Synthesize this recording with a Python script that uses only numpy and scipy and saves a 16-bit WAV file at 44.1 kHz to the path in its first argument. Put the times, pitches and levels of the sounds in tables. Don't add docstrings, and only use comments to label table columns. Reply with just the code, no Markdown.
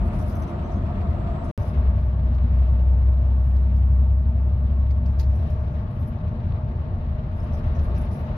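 import sys
import numpy as np
from scipy import signal
from scipy.fft import rfft, irfft, next_fast_len
from scipy.io import wavfile
from scipy.ndimage import uniform_filter1d, map_coordinates

SR = 44100
rng = np.random.default_rng(int(sys.argv[2]) if len(sys.argv) > 2 else 0)


def wav_out(sig):
    wavfile.write(sys.argv[1], SR, np.round(np.clip(np.atleast_2d(sig).T, -1, 1) * 32767).astype(np.int16))


def natural_amplitude(level_db):
    exponent = np.asarray(level_db, float) / 20
    return 10 ** exponent


N = 369103


def unit(x):
    return x / np.sqrt(np.mean(x ** 2) + 1e-20)


def along(points, hz):
    f, v = np.transpose(points)
    return np.interp(np.log(hz + 1), np.log(f + 1), v)


def curves(rows):
    s, *cols = np.transpose(rows)
    return [np.interp(np.arange(N) / SR, s, c) for c in cols]


def wobble(rate_hz):
    knots = rng.standard_normal(int(N * rate_hz / SR) + 4)
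    return map_coordinates(knots, [np.arange(N) * rate_hz / SR])


def filtered(x, response):
    m = next_fast_len(x.shape[-1] + 8192)
    return irfft(rfft(x, m) * response(np.fft.rfftfreq(m, 1 / SR)), m)[..., :x.shape[-1]]


def pan(left_over_right_db):
    return natural_amplitude(left_over_right_db * np.array([[.5], [-.5]]))


def halves(points, hz):
    return np.outer([.5, -.5], along(points, hz))


def port_response(lean, lead):
    return lambda hz: natural_amplitude(halves(lean, hz)) * np.exp(1j * halves(lead, hz))


def rush(spectrum, alike, lean, lead, patchy_db, body=()):
    z = signal.stft(rng.standard_normal((2, N + 512)), nperseg=512)[2]
    field = uniform_filter1d(rng.standard_normal(z.shape[1:]), size=8, axis=0)
    field = uniform_filter1d(field, size=8, axis=1)
    pair = signal.istft(z * natural_amplitude(patchy_db * unit(field)), nperseg=512)[1][:, :N]

    def mid_side(hz):
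        lift_db = sum(db / (1 + (2 * (hz - centre) / width) ** 2) for centre, width, db in body)
        turn = np.arccos(np.clip(along(alike, hz), -1, 1)) / 2
        return natural_amplitude(along(spectrum, hz) + lift_db) * np.array([np.cos(turn), np.sin(turn)])

    mid, side = filtered(pair, mid_side)
    both = filtered(np.array([mid + side, mid - side]), port_response(lean, lead))
    return both / np.sqrt(np.mean(both.mean(0) ** 2))


# time in seconds, swell in dB over the usual level, roughness in dB.
SEAT_ROAD_DB = [(0, -1, 6.5), (.45, -0.5, -1), (.7, -1, -1.5), (1.05, 0, 2), (1.51, 0, -2)]
FRONT_ROAD_DB = [
    (1.58, 5, 1), (1.75, 4.5, -7), (2.05, .5, -2), (2.5, 1, -0.5), (2.9, -0.5, 0.5), (3.5, -1.5, -8),
    (4.2, -1.5, -2.5), (4.6, -1, -2.5), (5.0, -2, -4), (5.45, 1.5, -2), (6.0, 0, -5), (6.4, .5, -2.5),
    (6.85, 1, 1), (7.1, 0, 2), (7.4, 1.5, 1), (7.75, 4.5, 3.5), (8.05, 3.5, 1.5), (8.37, 5, -5)]
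# floor rumble in dB, road roar in dB, air hiss in dB.
SEAT_LEVELS_DB = (-30.5, -37.5, -57.5)
FRONT_LEVELS_DB = (-33, -44.5, -62.5)
# frequency in Hz, relative density in dB per Hz.
SEAT_RUMBLE_DB = [(13, -42.5), (22, -5.5), (79, 2.5), (95, -1.5), (109, -9), (133, -5), (167, -13),
                  (195, -6), (290, -19), (380, -52.5), (640, -120)]
FRONT_RUMBLE_DB = [(13, -40.5), (22, -3.5), (43, -1.5), (54, -7), (66, -2), (80, 0), (93, -1), (109, -10.5),
                   (141, -9.5), (205, -17), (236, -13), (252, -25), (269, -36), (290, -27), (380, -63.5),
                   (640, -120)]
SEAT_ROAR_DB = [(150, -45), (260, -5), (302, -15), (339, 1), (378, -7), (550, -9.5), (598, -4.5),
                (688, -2.5), (820, -14), (914, -7), (1000, -12.5), (1240, -10.5), (1490, -20.5),
                (1900, -26), (2470, -38), (4180, -120)]
FRONT_ROAR_DB = [(150, -32), (260, -3.5), (269, -16.5), (348, -5.5), (388, -11), (454, -8), (527, -10.5),
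                 (541, -18), (565, -6), (640, -9.5), (675, -5.5), (700, -9), (767, -12.5), (914, -14),
                 (976, -17), (1100, -13.5), (1480, -21.5), (1900, -26.5), (2470, -55), (4180, -120)]
SEAT_HISS_DB = [(880, -34), (1500, -5.5), (2650, -8), (2870, -10.5), (4130, -15.5), (4740, -22.5),
                (6950, -31), (7820, -28), (8370, -39.5), (9700, -35.5), (15700, -42)]
FRONT_HISS_DB = [(880, -31), (1500, -3.5), (2360, -5.5), (2760, -7.5), (3460, -12.5), (3850, -11.5),
                 (4640, -19), (6170, -28), (8210, -44), (10600, -36.5), (15700, -40.5)]
# centre in Hz, width in Hz, lift in dB.
SEAT_BODY_HZ_DB = [(84, 8.4, 3), (140.6, 5.1, 3.5), (193, 3.8, 3.5), (345, 29, 1), (613, 22, 4.5),
                   (673, 14, 4), (712, 20, 3), (954, 40, -3)]
FRONT_BODY_HZ_DB = [(354, 39, 2.6), (898, 32, 7.1), (1114, 100, 2.6), (610, 11, 4.5), (622, 11, 5.5)]
# frequency in Hz, likeness from 0 to 1.
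SEAT_ALIKE = [(60, .99), (210, .96), (345, .92), (510, .35), (700, .65), (820, .15), (925, .7), (1230, .05),
              (1500, .2), (2000, .05)]
FRONT_ALIKE = [(60, .997), (150, .99), (215, .96), (300, .75), (450, .52), (620, .92), (800, .55),
               (1000, .12), (1500, .45), (1950, .05)]
# frequency in Hz, left over right in dB.
SEAT_LEAN_DB = [(60, 1.4), (200, 1), (1300, 1), (2400, 3), (8000, 2.5)]
FRONT_LEAN_DB = [(60, 1.3), (200, 1), (380, 1.5), (650, 4.5), (1300, 4), (2400, 3.2), (4400, 1.5),
                 (8100, -3), (15000, -1.5)]
# frequency in Hz, lead of left over right in radians.
SEAT_LEAD_RAD = [(60, .13), (150, .06), (430, .1), (620, -.6), (930, -.5), (1400, -2.6)]
FRONT_LEAD_RAD = [(60, .09), (150, .03), (280, -.05), (430, .06), (620, .3), (820, .25), (1000, 1.5),
                  (1400, 3.0)]
RUMBLE_FOLLOWS, HISS_FOLLOWS, HISS_FEELS_ROUGH = 0.32, 1.05, 0.056


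def road(controls, levels_db, rumble, roar, hiss, body, *ports):
    swell_db, rough_db = curves(controls)
    rumble_db, roar_db, hiss_db = levels_db
    bumps = wobble(11)

    floor = rush(rumble, *ports, patchy_db=0.7, body=body)
    deep = filtered(floor, lambda hz: 1 / (1 + (hz / 98) ** 12))
    upper = floor - deep
    floor = (upper + natural_amplitude(rough_db) * deep) / np.std(upper.mean(0))
    low = natural_amplitude(rumble_db + RUMBLE_FOLLOWS * swell_db + 0.22 * wobble(5.7)) * floor

    panels = rush(roar, *ports, patchy_db=1.03, body=body)
    middle = natural_amplitude(roar_db + swell_db + 0.36 * bumps) * panels

    air = rush(hiss, *ports, patchy_db=0.87)
    air_db = hiss_db + HISS_FOLLOWS * swell_db + HISS_FEELS_ROUGH * rough_db
    high = natural_amplitude(air_db + 0.85 * bumps + 1.4 * wobble(75)) * air
    return low + middle + high


WHINE_HZ = 7720
# time in seconds, level in dB.
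WHINE_DB = [(0, -82), (1.1, -88), (1.4, -78), (1.6, -88.5), (2.2, -103), (8.37, -105)]


def whine():
    db, = curves(WHINE_DB)
    tone = np.sqrt(2) * np.sin(2 * np.pi * WHINE_HZ * np.arange(N) / SR)
    return natural_amplitude(db + 2.5 * wobble(9)) * tone * pan(3)


# start in seconds, length in seconds, high band level in dB,
# low band over high in dB, left over right in dB.
RUSTLE_S_DB = [(0.041, 0.035, -71.5, -5, 5.5), (0.124, 0.044, -66.5, -1, 2.5),
               (0.181, 0.12, -63.5, -2, 2.5), (0.287, .04, -64.5, -1, 1.5), (0.34, .05, -61.5, -4, 2),
               (0.411, 0.072, -68, 2, 1), (0.626, 0.13, -82, 11, -1.5), (1.431, 0.084, -71.5, 3, 1.5),
               (1.576, .1, -66.5, -1.5, -1), (1.699, .08, -81.5, -1, -4), (1.949, 0.17, -81.5, -3, -11.5),
               (2.335, .04, -88, 3.5, 2), (3.363, 0.044, -81.5, 3, -7), (3.429, 0.08, -71.5, -4.5, -6.5),
               (3.54, .1, -83, 1.5, -6), (3.755, 0.018, -79.5, 0, 0), (3.937, 0.025, -73, -10.5, -4.5),
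               (4.565, 0.041, -80, -5, -2.5), (4.899, 0.018, -80.5, 0, -4.5),
               (5.046, 0.085, -80.5, 4.5, -7), (5.255, 0.089, -78.5, 6, -4), (5.337, .07, -71, -3, -3),
               (5.456, 0.088, -74.5, 3, -5), (5.592, .2, -80.5, 5.5, -3.5), (5.895, .09, -74, -10, -4.5),
               (5.993, 0.081, -71.5, -6, -2), (6.112, 0.098, -85, 2, -3), (6.27, 0.018, -87.5, 13.5, -4),
               (7.31, .08, -78, -1, -6), (7.389, .1, -76.5, 3, -7), (7.524, 0.037, -73, 3, -11),
               (7.579, .04, -77, -3, -6.5), (7.632, 0.026, -71.5, -3, -5.5), (7.737, .06, -79.5, 11, -8),
               (7.81, 0.056, -68, 0, -9.5), (7.947, 0.092, -67.5, -3, -8), (8.106, .04, -68.5, 1, -10),
               (8.151, 0.046, -68, -4, -4), (8.222, 0.094, -83.5, 3, -5)]
# frequency in Hz, relative density in dB per Hz.
RUSTLE_HIGH_DB = [(5180, -39.5), (8800, -8.5), (9830, 1), (10800, 3.5), (11900, -2), (13100, -2.5),
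                  (13700, -11), (14900, -8), (15600, -14.5)]
RUSTLE_LOW_DB = [(4000, -29), (4800, -4.5), (5500, -2), (6050, -4.5), (6600, -8), (7400, -29), (9000, -120)]
SHIVER_RISE_S, SHIVER_T60_S = 0.0098, 0.28


def rustle():
    t, power = np.arange(N) / SR, np.zeros((2, 2, N))
    for s, length, db, low_db, pan_db in RUSTLE_S_DB:
        span = slice(round(s * SR), round((s + length + .4) * SR))
        u = t[span] - s
        rise = np.clip(u / SHIVER_RISE_S, 0, 1)
        decay = natural_amplitude(-60 * np.clip(u - length, 0, None) / SHIVER_T60_S)
        band_port_db = db + np.add.outer([0, low_db], [pan_db / 2, -pan_db / 2])
        power[..., span] += (natural_amplitude(band_port_db)[..., None] * rise * decay) ** 2
    grains = natural_amplitude(1.0 * wobble(32) + 2.3 * wobble(55) + 1.8 * wobble(160))
    flat = [(1000, 0.0017)]
    high = unit(grains * rush(RUSTLE_HIGH_DB, flat, flat, flat, patchy_db=3.5))
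    low = unit(grains * rush(RUSTLE_LOW_DB, flat, flat, flat, patchy_db=2.5))
    return np.sqrt(power[0]) * high + np.sqrt(power[1]) * low


# start in seconds, relative level in dB, pitch in Hz, length in seconds,
# left over right in dB.
SQUEAKS_S_DB_HZ = [(0.05, -75, 10300, 0.027, 2), (0.12, -74, 10700, .03, 0), (0.179, -72, 10600, .03, 6),
                   (0.28, -66, 13000, 0.044, 2), (0.226, -71, 12800, .03, 2), (0.353, -66, 12900, .03, 2),
                   (0.352, -65, 6100, 0.033, -4), (0.419, -62.5, 6100, 0.031, 1),
                   (0.473, -68.5, 6030, .04, 0), (0.637, -71, 6100, .05, -3.5), (0.754, -75, 6300, .05, 1),
                   (3.56, -76.5, 11200, 0.03, -1), (3.608, -81.5, 11300, .03, -1.5),
                   (3.672, -81, 11200, 0.032, -3), (6.075, -68.5, 11250, 0.03, -9),
                   (6.115, -86, 11200, .05, -9), (7.433, -69, 10650, 0.019, -11), (7.4, -71, 5200, .03, -4),
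                   (7.535, -76, 10700, .03, -9), (7.747, -70, 5660, .03, -7), (7.96, -68, 5670, 0.022, -3),
                   (7.966, -65, 5100, .015, -3), (7.837, -72, 10700, 0.034, -7),
                   (7.976, -64, 11040, 0.028, -9), (8.024, -70, 11000, 0.032, -6),
                   (8.27, -85, 11150, 0.034, -9)]


def squeaks():
    out = np.zeros((2, N + SR))
    for s, db, hz, length, pan_db in SQUEAKS_S_DB_HZ:
        t = np.arange(round(length * SR)) / SR
        noise = rng.standard_normal(len(t))
        tone = unit(filtered(noise, lambda f: 1 / (1 + ((f - hz) / 130) ** 2)))
        rise = np.clip(t / .003, 0, 1)
        fade = natural_amplitude(-12 * t / t[-1]) * np.clip((t[-1] - t) / .004, 0, 1)
        out[:, round(s * SR):][:, :len(t)] += 1.5 * natural_amplitude(db) * pan(pan_db) * rise * fade * tone
    return out[:, :N]


# time in seconds, firing rate in Hz.
FIRING_HZ = [(1.58, 63.2), (2.1, 63.1), (2.9, 63.9), (3.2, 64.8), (3.7, 65.2), (4.0, 66.1), (4.5, 67.3),
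             (5.1, 68.1), (5.9, 68.5), (7.1, 69.5)]
# time in seconds, level in dB.
BOOM_DB = [(1.58, -33.5), (1.73, -30.5), (1.78, -20.5), (2.0, -20), (2.4, -20), (2.6, -17), (2.95, -16),
           (3.5, -17.5), (3.9, -15.5), (4.3, -19.5), (4.8, -20), (5.2, -19), (5.34, -16.5), (5.39, -30),
           (5.75, -26.5), (5.9, -38.5)]
# order, relative level in dB.
ORDER_DB = [(1.5, -42), (2, -40.5), (2.5, -46), (3.5, -32), (4, -41), (4.5, -34), (5, -36), (5.5, -43.5),
            (6, -40.5), (8, -49.5), (9, -48.5)]
LET_GO_S, LET_GO_DB_PER_S, HELD_DB = 6.8, 136.5, -3.5


def engine():
    t = np.arange(N) / SR
    firing_hz, = curves(FIRING_HZ)
    boom_db, = curves(BOOM_DB)
    crank = 2 * np.pi * np.cumsum(firing_hz / 3) / SR
    fade = np.clip((BOOM_DB[-1][0] - t) / 0.1, 0, 1)
    shiver = .05 * wobble(7.2)
    boom = fade * natural_amplitude(boom_db + .6 * wobble(12)) * np.sin(3 * crank + shiver)

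    load_db = HELD_DB - LET_GO_DB_PER_S * np.clip(t - LET_GO_S, 0, None)
    comb = np.zeros(N)
    for order, db in ORDER_DB:
        phase = rng.uniform(0, 2 * np.pi) + 0.6 * wobble(2.6)
        comb += natural_amplitude(db + load_db + 1.0 * wobble(3.6)) * np.sin(order * crank + phase)
    comb = filtered(comb, lambda hz: natural_amplitude(6 / (1 + ((hz - 97) / 9) ** 2)))
    both = np.sqrt(2) * (boom + comb) * pan(1.3)
    return filtered(both, lambda hz: np.exp(1j * halves(FRONT_LEAD_RAD, hz)))


HUM_HZ, HUM_WAVERS_HZ, HUM_DB = 616, 9, -52


def hum():
    swell_db, _ = curves(FRONT_ROAD_DB)
    phase = 2 * np.pi * np.cumsum(HUM_HZ + HUM_WAVERS_HZ * wobble(14)) / SR
    tone = natural_amplitude(HUM_DB + 0.78 * swell_db + 2.4 * wobble(18)) * np.sqrt(2) * np.sin(phase)
    return filtered(tone, port_response(FRONT_LEAN_DB, FRONT_LEAD_RAD))


# start in seconds, peak in dB.
JOLTS_S_DB = [(1.781, -14), (1.877, -12.5), (7.666, -15), (7.783, -16), (7.917, -17.5), (8.079, -15.5)]
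JOLT_HZ, JOLT_RISE_S, JOLT_T60_S = 76, .01, .11


def jolts():
    out, t = np.zeros(N + SR), np.arange(SR // 2) / SR
    envelope = (1 - np.exp(-t / JOLT_RISE_S)) * natural_amplitude(-60 * t / JOLT_T60_S)
    ring = envelope * np.sin(2 * np.pi * JOLT_HZ * t)
    for s, db in JOLTS_S_DB:
        out[round(s * SR):][:len(t)] -= natural_amplitude(db) * ring / ring.max()
    return out[:N] * pan(1.3)


# start in seconds, relative level in dB, T60 in seconds, left over right in dB,
# brightness in dB per octave.
TICKS_S_DB = [(2.345, -52, .07, 1, 1), (3.565, -52, .05, 0, 0), (3.7624, -53, .04, 3, 3),
              (4.9075, -45, .06, 5, -4.5), (5.0578, -47, .09, 4, -3), (5.1885, -47, .08, 2, 0),
              (5.1945, -36, .08, -2.5, 1.5), (5.2045, -40.5, .08, -1, 2), (5.2125, -45, .05, -1, 1.5),
              (5.229, -47, .11, 1, 0), (7.9503, -49, .06, .5, 0), (2.6754, -50, .015, 0, 1),
              (6.76, -59, .02, 0, 5)]
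# frequency in Hz, relative density in dB per Hz.
TICK_COLOUR_DB = [(880, -27.5), (1500, -1.5), (2450, -2), (3300, -7), (4200, 0.5), (5150, -0.5),
                  (5600, -7.5), (6610, -6), (8210, -31), (11100, -11), (13000, -19), (15700, -23)]


def ticks():
    out, t = np.zeros((2, N + SR)), np.arange(SR // 4) / SR
    for s, db, t60, pan_db, tilt_db in TICKS_S_DB:
        def colour(hz):
            bright_db = tilt_db * np.log2(np.maximum(hz, 1500) / 4500)
            return natural_amplitude(along(TICK_COLOUR_DB, hz) + bright_db - 40 * (hz < 880))

        shared, left, right = rng.standard_normal((3, len(t)))
        crack = unit(filtered(shared + 1.5 * np.array([left, right]), colour))
        stroke = (1 - np.exp(-t / .0005)) * natural_amplitude(-60 * t / t60)
        out[:, round(s * SR):][:, :len(t)] += natural_amplitude(db - 6.0) * pan(pan_db) * stroke * crack
    return out[:, :N]


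# start in seconds, left peak in dB.
TAPS_S_DB = [(2.3505, -44), (2.3852, -38), (6.5229, -35.5), (7.5237, -38.5), (7.7245, -42), (7.792, -38.5),
             (7.9776, -36.5)]
TAP_LOW_HZ, TAP_HIGH_HZ, TAP_RIGHT_DB = 1000, 4200, -14


def taps():
    blows = np.zeros(N)
    for s, db in TAPS_S_DB:
        blows[round(s * SR)] = natural_amplitude(db)
    no_treble = signal.butter(10, TAP_HIGH_HZ, fs=SR, output="sos")
    no_bass = signal.butter(2, TAP_LOW_HZ, "high", fs=SR, output="sos")
    case = np.vstack([no_treble, no_bass])
    peak = np.abs(signal.sosfilt(case, signal.unit_impulse(200))).max()
    return signal.sosfilt(case, blows) / peak * natural_amplitude([[0], [TAP_RIGHT_DB]])


# start in seconds, end in seconds.
SILENCE_S = (1.5135, 1.5775)


def scene():
    t = np.arange(N) / SR
    seat = road(SEAT_ROAD_DB, SEAT_LEVELS_DB, SEAT_RUMBLE_DB, SEAT_ROAR_DB, SEAT_HISS_DB,
                SEAT_BODY_HZ_DB, SEAT_ALIKE, SEAT_LEAN_DB, SEAT_LEAD_RAD)
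    front = road(FRONT_ROAD_DB, FRONT_LEVELS_DB, FRONT_RUMBLE_DB, FRONT_ROAR_DB, FRONT_HISS_DB,
                 FRONT_BODY_HZ_DB, FRONT_ALIKE, FRONT_LEAN_DB, FRONT_LEAD_RAD)
    front = front + engine() + hum() + jolts()
    either = whine() + rustle() + squeaks() + ticks() + taps()
    closing = np.clip((SILENCE_S[0] - t) / .002, 0, 1)
    return (seat + either) * closing + (front + either) * (t >= SILENCE_S[1])


def low_pass(x):
    return signal.sosfilt(signal.butter(12, 16380, fs=SR, output="sos"), x)


TOP_HZ = 15750


def record(dry):
    heard = filtered(dry, lambda hz: (hz < TOP_HZ) / (1 + (30 / (hz + 1)) ** 4))
    t = np.arange(N) / SR
    sounding = (t < SILENCE_S[0]) | (t >= SILENCE_S[1])
    return low_pass(heard * sounding)


dry = scene()
out = record(dry)
wav_out(out)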